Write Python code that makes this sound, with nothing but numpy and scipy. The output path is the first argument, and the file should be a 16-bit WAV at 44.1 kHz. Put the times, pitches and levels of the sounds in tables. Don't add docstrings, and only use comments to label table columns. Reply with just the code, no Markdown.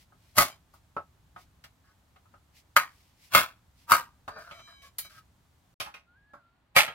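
import sys
import numpy as np
from scipy import signal
from scipy.fft import rfft, irfft, next_fast_len
from scipy.io import wavfile
from scipy.ndimage import uniform_filter1d, map_coordinates

SR = 44100
rng = np.random.default_rng(int(sys.argv[2]) if len(sys.argv) > 2 else 0)


def int16_out(signal):
    q = np.round(np.clip(np.atleast_2d(signal).T, -1, 1) * 32767)
    wavfile.write(sys.argv[1], SR, q.astype(np.int16))


N = 306054

# frequency in Hz, relative density in dB per Hz.
CLATTER_SPECTRUM = [(29, -49.5), (50, -15.5), (198, -14), (461, -19.5), (572, -11.5), (842, -8), (1210, -5),
                    (1700, -8.5), (2110, -10.5), (2440, -9), (5670, -24), (7950, -27.5), (12900, -27),
                    (16000, -31.5)]
# frequency in Hz, relative density in dB per Hz.
GRIT_SPECTRUM = [(1180, -30), (2000, -3), (3710, -6), (5160, -4.5), (6760, -11), (14300, -13.5),
                 (16000, -17)]

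PAUSE_START_S, PAUSE_END_S = 5.742, 5.799
NEAR = dict(lead_s=8e-5, pan_db=.5, slope_db=2.5, clatter_db=-6.5, stretch=0.99,
            rumble_db=-65, air_db=-72, hiss_db=-76)
FAR = dict(lead_s=-0.000086, pan_db=-1.5, slope_db=0.7, clatter_db=-2, stretch=1.41,
           rumble_db=-69.5, air_db=-73.5, hiss_db=-86.5)


def amp(db):
    return 10 ** (np.asarray(db) / 20)


def unit(x):
    return x / np.sqrt(np.mean(x ** 2) + 1e-20)


def wobble(rate, size=N):
    knots = rng.standard_normal(int(size * rate / SR) + 4)
    return map_coordinates(knots, [np.arange(size) * rate / SR])


def filtered(x, response):
    n = x.shape[-1]
    m = next_fast_len(n + 8192)
    return irfft(rfft(x, m) * response(np.fft.rfftfreq(m, 1 / SR)), m)[..., :n]


def noise(spectrum, apart, size=N):
    f, db = np.transpose(spectrum)

    def colour(hz):
        gain = amp(np.interp(np.log(hz + 1), np.log(f + 1), db))
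        return gain * [np.ones_like(hz), apart * (hz + 130) / (hz + 600)]
    mid, side = filtered(rng.standard_normal((2, size)), colour)
    return unit(np.array([mid + side, mid - side]))


def gesture(s, rise, hold, t60):
    age = np.arange(N) / SR - s
    return np.clip(age / rise, 0, 1) * amp(-60 * np.maximum(age - hold, 0) / t60)


def add(track, sound, s):
    start = round(s * SR)
    part = sound[:, max(-start, 0):N - start]
    track[:, max(start, 0):][:, :part.shape[1]] += part


def place(s):
    return NEAR if s < PAUSE_START_S else FAR


def placed(sound, s):
    spot, ports = place(s), np.array([[.5], [-.5]])
    advanced = filtered(sound, lambda hz: np.exp(2j * np.pi * hz * spot["lead_s"] * ports))
    return advanced * amp(spot["pan_db"] * ports)


def crowded(x, depth_db, spacing_hz):
    def peaks(hz):
        knot = np.log1p(hz / 3000) * 3000 / spacing_hz
        return amp(depth_db * map_coordinates(rng.standard_normal(int(knot[-1]) + 4), [knot]))
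    return unit(filtered(x, peaks))


def slapping(x, note_hz):
    height_db, half_width_octaves = 5.5, 0.16

    def hump(hz):
        octaves = np.log2((hz + 1) / note_hz)
        return amp(height_db * np.exp(-.5 * (octaves / half_width_octaves) ** 2))
    return unit(filtered(x, hump))


def voiced(sound, levels_db, slope_db):
    edges_hz = [450, 900, 1700, 4000]
    out = 0
    rest = filtered(sound, lambda hz: amp(slope_db * np.log2(np.maximum(hz / edges_hz[-1], 1))))
    for edge, db in zip(edges_hz + [SR], levels_db):
        band = filtered(rest, lambda hz: 1 / (1 + (hz / edge) ** 12))
        rest = rest - band
        loudest = uniform_filter1d(np.mean(band ** 2, axis=0), size=1024).max()
        out = out + band * amp(db) / np.sqrt(loudest)
    return out


def ringing(t, hold, t60, note_hz, note_db, scatter_db=3, apart=1.0):
    # frequency in Hz, mean level in dB.
    log_modes = [(72, -16.5), (135, -14.5), (205, -14.5), (310, -20.5), (579, -5.5), (680, -8.5),
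                 (934, -10.5), (1012, -11), (1092, -3), (1176, -9.5), (1255, 6), (1330, -8.5), (1445, -1.5),
                 (1586, -6.5), (1862, -10), (2004, -6.5), (2130, -6), (2299, -6), (2718, -12.5),
                 (3100, -10.5), (3408, -21.5), (4404, -22), (4700, -16.5), (6350, -23.5), (10500, -22.5),
                 (12550, -17), (13134, -22)]
    out, age = 0, np.maximum(t, 0)
    for hz, db in [*log_modes, (note_hz, note_db)]:
        ports = apart * rng.standard_normal((2, 1)) * hz / (hz + 500)
        blur = (.3 + 1.1 * (age < hold)) * wobble(70, size=len(t))
        phase = rng.uniform(0, 2 * np.pi) + ports + uniform_filter1d(blur, size=128)
        level = amp(db + scatter_db * rng.standard_normal())
        out = out + level * np.sin(2 * np.pi * hz * age + phase)
    decay = amp(-60 * (age - 0.46 * np.minimum(age, hold)) / t60)
    return out * decay * (1 - np.exp(-age / 0.00042))


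def yard():
    # frequency in Hz, relative density in dB per Hz.
    rumble_spectrum = [(12, -28), (20, -2), (38, -4), (70, 3), (130, -4.5), (161, -6.5), (187, -8.5),
                       (214, -14), (262, -20), (500, -26), (650, -59), (1100, -120)]
    air_spectrum = [(150, -27), (250, 0.5), (458, -12), (529, -8.5), (869, -5.5), (4500, -21),
                    (5850, -46.5), (9900, -120)]
    hiss_spectrum = [(1760, -30), (3000, -4), (7250, -4), (9800, -7.5), (14800, -7.5), (16000, -12)]
    near = np.arange(N) / SR < PAUSE_START_S
    level = lambda name: amp(np.where(near, NEAR[name], FAR[name]))
    rumble = level("rumble_db") * amp(1.3 * wobble(4.6)) * noise(rumble_spectrum, apart=0.6)
    air = level("air_db") * amp(0.5 * wobble(36)) * noise(air_spectrum, apart=1.0)
    hiss = level("hiss_db") * noise(hiss_spectrum, apart=.8)
    return rumble + air + hiss


def brushes():
    # centre in seconds, level in dB, half length in seconds.
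    stroke_rows = [(.01, -61.5, 0.023), (0.291, -69.5, 0.08), (0.758, -69.5, .025), (1.408, -61.5, 0.026),
                   (2.579, -59, 0.023), (2.984, -68, 0.12), (3.248, -60, 0.036), (3.812, -65.5, 0.036)]
    t = np.arange(N) / SR
    strokes = sum(amp(db) * np.exp(-.5 * ((t - s) / half) ** 2) for s, db, half in stroke_rows)
    return strokes * amp(0.82 * wobble(300)) * noise(GRIT_SPECTRUM, apart=0.93)


def taps():
    # start in seconds, levels in dB of wooden knock, steel clink and gritty scratch,
    # note of the loose span in Hz.
    contact_rows = [(0.121, -61.5, -87, -88, 1396), (0.737, -59, -78.5, -63, 1244),
                    (0.965, -32.5, -53.5, -65, 1304), (1.361, -46, -60.5, -72.5, 1143),
                    (1.639, -59, -53, -53, 1470), (2.159, -62, -66.5, -78, 707),
                    (2.255, -66.5, -80, -85, 1317), (2.339, -56.5, -72.5, -80, 1380),
                    (4.278, -38, -52, -54, 1266), (4.36, -47.5, -71, -73, 1232),
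                    (4.38, -47, -78, -64.5, 603), (4.51, -48, -49, -59, 1257), (4.592, -57, -58, -73, 1215),
                    (4.983, -54, -46, -27.5, 4090), (5.047, -57.5, -61, -53, 1510),
                    (5.8, -40.5, -35.5, -38, 3044), (5.86, -47.5, -52, -58.5, 820),
                    (5.94, -55, -46, -57.5, 2690), (6.334, -49.5, -69, -72, 1350),
                    (6.877, -41, -40, -53.5, 1350)]
    thud_db, knock_db = -11.5, -5
    base_t60_s, click_t60_s, rise_s = 0.13, 0.017, .003
    base_slope_db, slope_per_grit = -1, 0.47
    out, t = np.zeros((2, N)), np.arange(SR // 3) / SR
    for s, wood_db, steel_db, grit_db, note_hz in contact_rows:
        t60 = base_t60_s * place(s)["stretch"]
        levels = [wood_db + thud_db, wood_db + knock_db, wood_db, steel_db, grit_db]
        slope_db = base_slope_db + slope_per_grit * (grit_db - steel_db)
        touch = 1 - np.exp(-t / rise_s)
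        fade = amp(-60 * t / click_t60_s) + amp(-3.5 - 60 * t / t60)
        clatter = crowded(noise(CLATTER_SPECTRUM, apart=0.87, size=len(t)), depth_db=4.5, spacing_hz=40.7)
        click = slapping(clatter, note_hz) * fade
        note_db = 8 - 7.8 * abs(np.log2(note_hz / 1300))
        ring = ringing(t, 0, t60=t60, note_hz=note_hz, note_db=note_db)
        contact = touch * (click + amp(-12.5) * ring)
        add(out, placed(voiced(contact, levels, slope_db), s), s)
    return out


def hammer():
    # crack in seconds, levels in dB of thud, knock, ring, clank and sizzle,
    # note of the rod's loose span in Hz, rise before the crack, chatter and crack t60 in seconds.
    blow_rows = [(0.382, -31.5, -27, -19, -22, -18, 1176, 0.021, 0.034, 0.084),
                 (2.765, -44, -33, -15, -21.5, -24, 2094, 0.0042, 0.0045, 0.07),
                 (3.349, -34.5, -26, -16, -19, -20, 1241, 0.027, 0.045, 0.14),
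                 (3.919, -38, -32.5, -13, -26.5, -23, 1160, 0.029, 0.031, 0.076),
                 (6.764, -36, -24.5, -22.5, -15, -21.5, 1398, 0.01, 0.029, 0.16)]
    body_t60_s, treble_t60_s, treble_from_hz = 0.22, .16, 5000
    thud_cycles = 1.3
    lead_s = .05
    out = np.zeros((2, N))
    t = np.arange(SR // 2) / SR - lead_s
    age = np.maximum(t, 0)
    for s, *levels, note_hz, rise, chatter, crack_t60 in blow_rows:
        spot = place(s)
        crack = amp(-60 * age / crack_t60)
        after = np.maximum(age - chatter, 0)
        fade = lambda t60: np.hypot(crack, amp(spot["clatter_db"] - 60 * after / t60))
        rise_db = -6.5 + 17 * np.minimum(t, 0) / rise - 7 * (t / rise) ** 2
        onset = np.where(t < 0, amp(rise_db), 1)
        grain = amp(2.2 * wobble(450, size=len(t)))
        clatter = crowded(noise(CLATTER_SPECTRUM, apart=0.66, size=len(t)), depth_db=4.0, spacing_hz=34.2)
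        clatter = slapping(clatter, note_hz)
        body = filtered(clatter, lambda hz: 1 / (1 + (hz / treble_from_hz) ** 2))
        treble = clatter - body
        crash = (body * fade(body_t60_s) + treble * fade(treble_t60_s)) * onset * grain
        ring = ringing(t, chatter, t60=0.13, note_hz=note_hz, note_db=2.3) * np.hypot(crack, amp(-4.5))
        lowest_hz = thud_cycles / chatter
        blow = filtered(crash + amp(-2) * ring, lambda hz: hz ** 2 / np.hypot(hz ** 2, lowest_hz ** 2))
        add(out, placed(voiced(blow, levels, spot["slope_db"]), s), s - lead_s)
    return out


def free_rod():
    # frequency in Hz, mean level in dB before the knock's gain.
    bending_modes = [(1110, -67), (1640, -73), (2266, -66), (2347, -69), (3060, -71), (3122, -67.5),
                     (3900, -73), (3984, -68), (4860, -75), (4985, -73), (5879, -79), (6050, -75),
                     (7192, -74), (8436, -81), (9700, -85), (10977, -87), (12468, -81), (14309, -84)]
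    # start in seconds, gain in dB, time free in seconds, brightest frequency in Hz.
    knock_rows = [(.40, 5.5, 0.13, 3050), (4.508, 7, 0.385, 3380), (4.984, 12.5, 0.083, 5540)]
    rise_s, ring_t60_s, stopped_t60_s = .015, 2.9, 0.12
    focus_db = 2.5
    t, tones, swings = np.arange(N) / SR, 0, []
    for s, db, free, bright_hz in knock_rows:
        decay = amp(db - 60 * np.maximum(t - s, 0) / ring_t60_s)
        swings.append((gesture(s, rise_s, free, stopped_t60_s) * decay, bright_hz))
    for hz, db in bending_modes:
        swing = sum(level * amp(-focus_db * abs(np.log2(hz / bright_hz))) for level, bright_hz in swings)
        waver = .6 * wobble(18) + .25 * wobble(120)
        phase = 2 * np.pi * hz * t + waver + rng.normal(0, .8, (2, 1))
        tones = tones + swing * amp(db + 3.5 * wobble(11)) * np.sin(phase)
    return amp(1.4 * wobble(27)) * tones


def drag():
    # start and length in seconds, levels in dB of wood and grit,
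    # lowest frequency in Hz (a lighter touch stirs fewer low resonances).
    scrape_rows = [(1.838, .08, -68, -83.5, 1250), (4.292, 0.14, -49.5, -82, 300),
                   (4.383, 0.05, -68, -61, 400), (4.435, 0.069, -51.5, -64.5, 450),
                   (4.518, 0.091, -54, -64, 500), (4.673, 0.05, -54, -68, 660),
                   (4.817, 0.06, -58, -58.5, 395), (5.094, 0.1, -57.5, -60, 1090)]
    # frequency in Hz, relative density in dB per Hz.
    wood_spectrum = [(300, -9), (470, -14), (580, 5.5), (690, 2), (800, -22.5), (1100, -3), (1280, 2),
                     (1600, 0), (2200, -16.5), (3500, -21.5), (6000, -22), (12000, -79)]
    rise_s, t60_s = 0.0051, 0.095
    bumps_per_s, bump_t60_s, bump_db = 25, 0.11, -3.5
    out, t = np.zeros((2, N)), np.arange(SR // 3) / SR
    for s, length, wood_db, grit_db, lowest_hz in scrape_rows:
        push = gesture(0, rise_s, length, t60_s)[:len(t)]
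        catches = rng.random(len(t)) < bumps_per_s / SR
        jolts = signal.fftconvolve(catches * 1.0, amp(-60 * t / bump_t60_s))[:len(t)]
        bumps = unit(1 + amp(bump_db) * jolts)
        rubbing = crowded(noise(wood_spectrum, apart=0.37, size=len(t)), depth_db=7.5, spacing_hz=30.47)
        rubbing = unit(filtered(rubbing, lambda hz: hz ** 4 / (hz ** 4 + lowest_hz ** 4)))
        wood = bumps * amp(1.94 * wobble(105.5, size=len(t))) * rubbing
        grit = amp(1.0 * wobble(510, size=len(t))) * noise(GRIT_SPECTRUM, apart=0.86, size=len(t))
        add(out, placed(push * (amp(wood_db) * wood + amp(grit_db) * grit), s), s)
    return out


def bird():
    # time in seconds, frequency in Hz.
    pitch_rows = [(6.06, 1381), (6.138, 1445), (6.182, 1634), (6.32, 1689), (6.37, 1630), (6.41, 1380),
                  (6.502, 1367), (6.56, 1440)]
    s, pitch_hz = np.transpose(pitch_rows)
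    hz = np.interp(np.arange(N) / SR, s, pitch_hz)
    phase = 2 * np.pi * np.cumsum(hz * (1 + 0.00902 * wobble(200))) / SR
    call = gesture(s[0], rise=0.024, hold=.42, t60=0.43)
    level_db = -65.5 + 2.5 * wobble(35)
    return call * amp(level_db) * np.sin(phase)


def scene():
    t = np.arange(N) / SR
    heard = (t < PAUSE_START_S) | (t > PAUSE_END_S)
    return (yard() + brushes() + taps() + hammer() + free_rod() + drag() + bird()) * heard


def record(dry):
    ceiling, top_hz, bass_hz = .9, 16100, 40
    rounded = dry / (1 + np.abs(dry / ceiling) ** 6) ** (1 / 6)

    def band(hz):
        return 1 / (1 + (hz / top_hz) ** 200) * hz ** 2 / np.hypot(hz ** 2, bass_hz ** 2)
    return filtered(rounded, band)


dry = scene()
out = record(dry)
int16_out(out)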